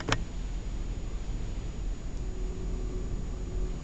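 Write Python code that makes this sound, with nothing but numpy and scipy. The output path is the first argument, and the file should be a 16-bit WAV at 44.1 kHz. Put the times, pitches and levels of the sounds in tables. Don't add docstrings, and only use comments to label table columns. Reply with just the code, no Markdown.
import sys
import numpy as np
from scipy import signal
from scipy.fft import rfft, irfft
from scipy.io import wavfile

SR = 44100
rng = np.random.default_rng(int(sys.argv[2]) if len(sys.argv) > 2 else 0)


def materialize(psi):
    bounded = np.clip(np.atleast_2d(psi).T, -1, 1)
    quanta = np.round(bounded * 32767).astype(np.int16)
    wavfile.write(sys.argv[1], SR, quanta)


N = 168903
TIME = np.arange(N) / SR

# start_s, knock_db, knock_pitch_hz, crack_db, housing_db, lining_db
SWITCH_BLOWS = [(.0040, -23.5, 1500, -36, -34.5, -63), (0.0883, -23.5, 900, -40.5, -46, -23.5),
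                (0.1241, -9, 2920, -18, -31.5, -24.5), (0.1252, -10.5, 1270, -30, -27, -35)]
# pitch_hz, level_db
CRACK_TONE = [(200, -6), (900, 1), (1700, -3.5), (2450, 9.5), (3200, 4.5), (4400, -9.5), (5500, -7),
              (6400, -0.5), (7500, -10.5), (8200, -38), (9000, -34)]
# pitch_hz, level_db, fade_s
HOUSING_NOTES = [(628, -0.5, 0.061), (860, -5, 0.022), (1005, 0, 0.046), (1080, -12.5, 0.06),
                 (1344, -1, .055), (1575, -6, 0.063), (1796, -3, 0.053), (1880, -15, 0.13), (2175, -3, .04),
                 (2590, -24, .035), (2890, -12, 0.03), (3076, -5.5, 0.026), (3560, -7, 0.03),
                 (4940, -2.5, 0.023), (5440, -8, 0.032), (6280, -17, .02), (7190, -8, .018)]
LINING_NOTES = [(117.8, -1.5, 0.18), (178, -12, 0.049), (280, -1.5, 0.06), (445, -4, 0.068)]
def switch(knock_cycles=0.7, crack_s=0.00099, tail_db=-10, tail_s=0.0059):
    out, t = np.zeros(N), TIME[:SR // 4]
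    burst = np.exp(-(t / crack_s) ** 2 / 2) + gain(tail_db) * np.exp(-t / tail_s)
    for start_s, knock_db, knock_hz, crack_db, housing_db, lining_db in SWITCH_BLOWS:
        cycles = (TIME - start_s) * knock_hz
        out -= gain(knock_db) * np.exp(-(cycles / knock_cycles) ** 2) * np.sin(2 * np.pi * cycles)
        crack = gain(crack_db) * unit(noise(CRACK_TONE, len(t))) * burst
        housing = gain(housing_db) * ring(HOUSING_NOTES, t)
        lining = gain(lining_db) * ring(LINING_NOTES, t)
        add(out, start_s, crack + housing + lining)
    return out


# time_s, level_db
SCRAPE_LEVELS = [(.07, -94), (.079, -36.5), (.098, -45.5), (.108, -39.5), (.119, -33.5), (.123, -27.5),
                 (.127, -92.5)]
# pitch_hz, level_db
SCRAPE_TONE = [(100, -5), (500, 7.5), (1400, -1), (1950, 0.5), (2600, -13), (4500, -20), (6300, -12),
               (7600, -19.5), (9000, -40.5)]
def scrape():
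    return loudness(SCRAPE_LEVELS) * unit(noise(SCRAPE_TONE))


# pitch_hz, level_db
RUMBLE_TONE = [(5, -1), (12, -2), (27, -10), (38, 6), (47, -6.5), (58, -0.5), (72, -10.5), (115, -9),
               (165, -17.5), (230, -17.5), (400, -22), (520, -28.5), (700, -34), (1100, -74)]
HISS_TONE = [(300, -7), (700, 4.5), (1200, -1.5), (1800, -5), (2400, -5), (4200, -9.5), (7000, -10),
             (7500, -11.5), (8100, -20), (8600, -29.5), (9000, -40)]
# time_s, level_db
SING_LEVELS = [(0, -82), (.95, -80), (1.13, -62.5), (1.3, -77), (2.2, -71.5), (2.8, -63.5), (3.3, -66),
               (3.83, -65)]
def wash(rumble_db=-35.5, hiss_db=-55, rumble_swell_db=0.96, hiss_swell_db=0.53, sing_hz=1155):
    rumble = unit(noise(RUMBLE_TONE) * gain(rumble_swell_db * drift(hz=2.6)))
    hiss = unit(noise(HISS_TONE) * gain(hiss_swell_db * drift(hz=8.8)))
    waver = muffle(rng.standard_normal(N), above_hz=39)
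    sing = unit(waver * np.sin(2 * np.pi * sing_hz * TIME))
    return gain(rumble_db) * rumble + gain(hiss_db) * hiss + loudness(SING_LEVELS) * sing


# multiple_of_firing_rate, level_db
ENGINE_TONES = [(1, -42.5), (2, -39), (3, -53.5)]
def engine(firing_hz=21.22):
    return hum(firing_hz, ENGINE_TONES, wander=0.017, flutter_db=2.5, flutter_hz=11)


# multiple_of_speed, level_db
PUMP_TONES = [(2, -48.5), (3, -55.5), (4, -59.5), (5, -63)]
# time_s, change_db
PUMP_SWELL = [(0, 5), (.6, -7), (2.3, -3.5), (2.9, 1), (3.83, 1)]
def pump(speed_hz=84.74):
    return hum(speed_hz, PUMP_TONES, wander=0.0032, flutter_db=2.0, flutter_hz=5) * loudness(PUMP_SWELL)


# time_s, pitch_hz, level_db
BRUSH_DRONE = [(0, 376, -82), (2.0, 377.6, -66.5), (2.2, 373.6, -55), (2.599, 371.3, -49.5),
               (2.95, 367.8, -46.5), (3.2, 367.5, -57.5), (3.6, 367.5, -47.5), (3.83, 365.6, -55.5)]
def brush_motor():
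    time_s, pitch_hz, level_db = np.transpose(BRUSH_DRONE)
    sagging_hz = np.interp(TIME, time_s, pitch_hz)
    drone = hum(sagging_hz, [(1, 0.016)], wander=0.0033, flutter_db=2.5, flutter_hz=5.5)
    return drone * gain(np.interp(TIME, time_s, level_db))


# pitch_hz, level_db
SPRAY_TONE = [(600, -9), (1300, -5), (2100, -1), (3200, 0.5), (4200, -4.5), (6000, -12.5), (7500, -20),
              (9000, -55.5)]
# time_s, level_db
SPRAY_LEVELS = [(0, -59), (.8, -61.5), (1.55, -59.5), (2.0, -64.5), (2.55, -72), (3.5, -76), (3.7, -63),
                (3.83, -70)]
def spray(drops_per_s=2500, drop_share=0.33):
    hits = rng.random(N) < drops_per_s / SR
    strength_db = np.minimum(rng.exponential(1, N), 4)
    drops = unit(hits * gain(strength_db) * rng.choice([-1, 1], N))
    mist = rng.standard_normal(N)
    water = np.sqrt(drop_share) * drops + np.sqrt(1 - drop_share) * mist
    return loudness(SPRAY_LEVELS) * unit(shape_tone(water, SPRAY_TONE))


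def tick(time_s=2.1738, level_db=-35, pitch_hz=5700, width_s=0.00016):
    t = TIME - time_s
    return gain(level_db) * np.exp(-(t / width_s) ** 2) * np.cos(2 * np.pi * pitch_hz * t)


def whine(pitch_hz=6903, level_db=-63):
    return gain(level_db) * unit(np.sin(2 * np.pi * pitch_hz * TIME))


def cabin(sound, echo_db=-13, echoes_per_s=3000, delay_s=0.0017, fade_s=0.061):
    t = TIME[:SR // 4]
    bounces = rng.choice([-1, 1], len(t)) * (rng.random(len(t)) < echoes_per_s / SR)
    bounces = bounces * (t > delay_s) * gain(-60 * t / fade_s)
    echoes = signal.fftconvolve(sound, bounces / np.linalg.norm(bounces))[:N]
    return sound + gain(echo_db) * muffle(echoes, above_hz=4500)


def gain(db):
    return 10 ** (np.asarray(db) / 20)


def unit(x):
    return x / np.sqrt(np.mean(x ** 2) + 1e-20)


def loudness(levels):
    return gain(np.interp(TIME, *np.transpose(levels)))


def shape_tone(x, tone):
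    hz, db = np.transpose(tone)
    pitches = np.fft.rfftfreq(len(x), 1 / SR)
    return irfft(rfft(x) * gain(np.interp(np.log(pitches + 1), np.log(hz), db)), len(x))


def noise(tone, samples=N):
    return shape_tone(rng.standard_normal(samples), tone)


def drift(hz):
    rates = np.fft.rfftfreq(N, 1 / SR)
    return unit(irfft(rfft(rng.standard_normal(N)) * (rates > 0) / (1 + (rates / hz) ** 4), N))


def muffle(x, above_hz):
    return signal.lfilter(*signal.butter(2, above_hz, fs=SR), x)


def ring(notes, t):
    return sum((-1) ** k * gain(db - 60 * t / fade_s) * np.sin(2 * np.pi * hz * t)
               for k, (hz, db, fade_s) in enumerate(notes))


def hum(hz, tones, wander, flutter_db, flutter_hz):
    turns = np.cumsum(hz * (1 + wander * drift(hz=3.37))) / SR
    out = np.zeros(N)
    for multiple, level_db in tones:
        wave = np.sin(2 * np.pi * (multiple * turns + rng.random()))
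        out += gain(level_db) * unit(wave * gain(flutter_db * drift(flutter_hz)))
    return out


def add(mix, start_s, sound):
    part = mix[round(start_s * SR):][:len(sound)]
    part += sound[:len(part)]


def scene():
    machines = engine() + pump() + brush_motor() + whine()
    return (machines + wash() + spray() + cabin(switch() + scrape()) + tick())[None]


def record(dry):
    treble_cut = signal.firwin(511, 9000, window=("kaiser", 9), fs=SR)
    return signal.oaconvolve(dry, treble_cut[None], "same")


dry = scene()
out = record(dry)
materialize(out)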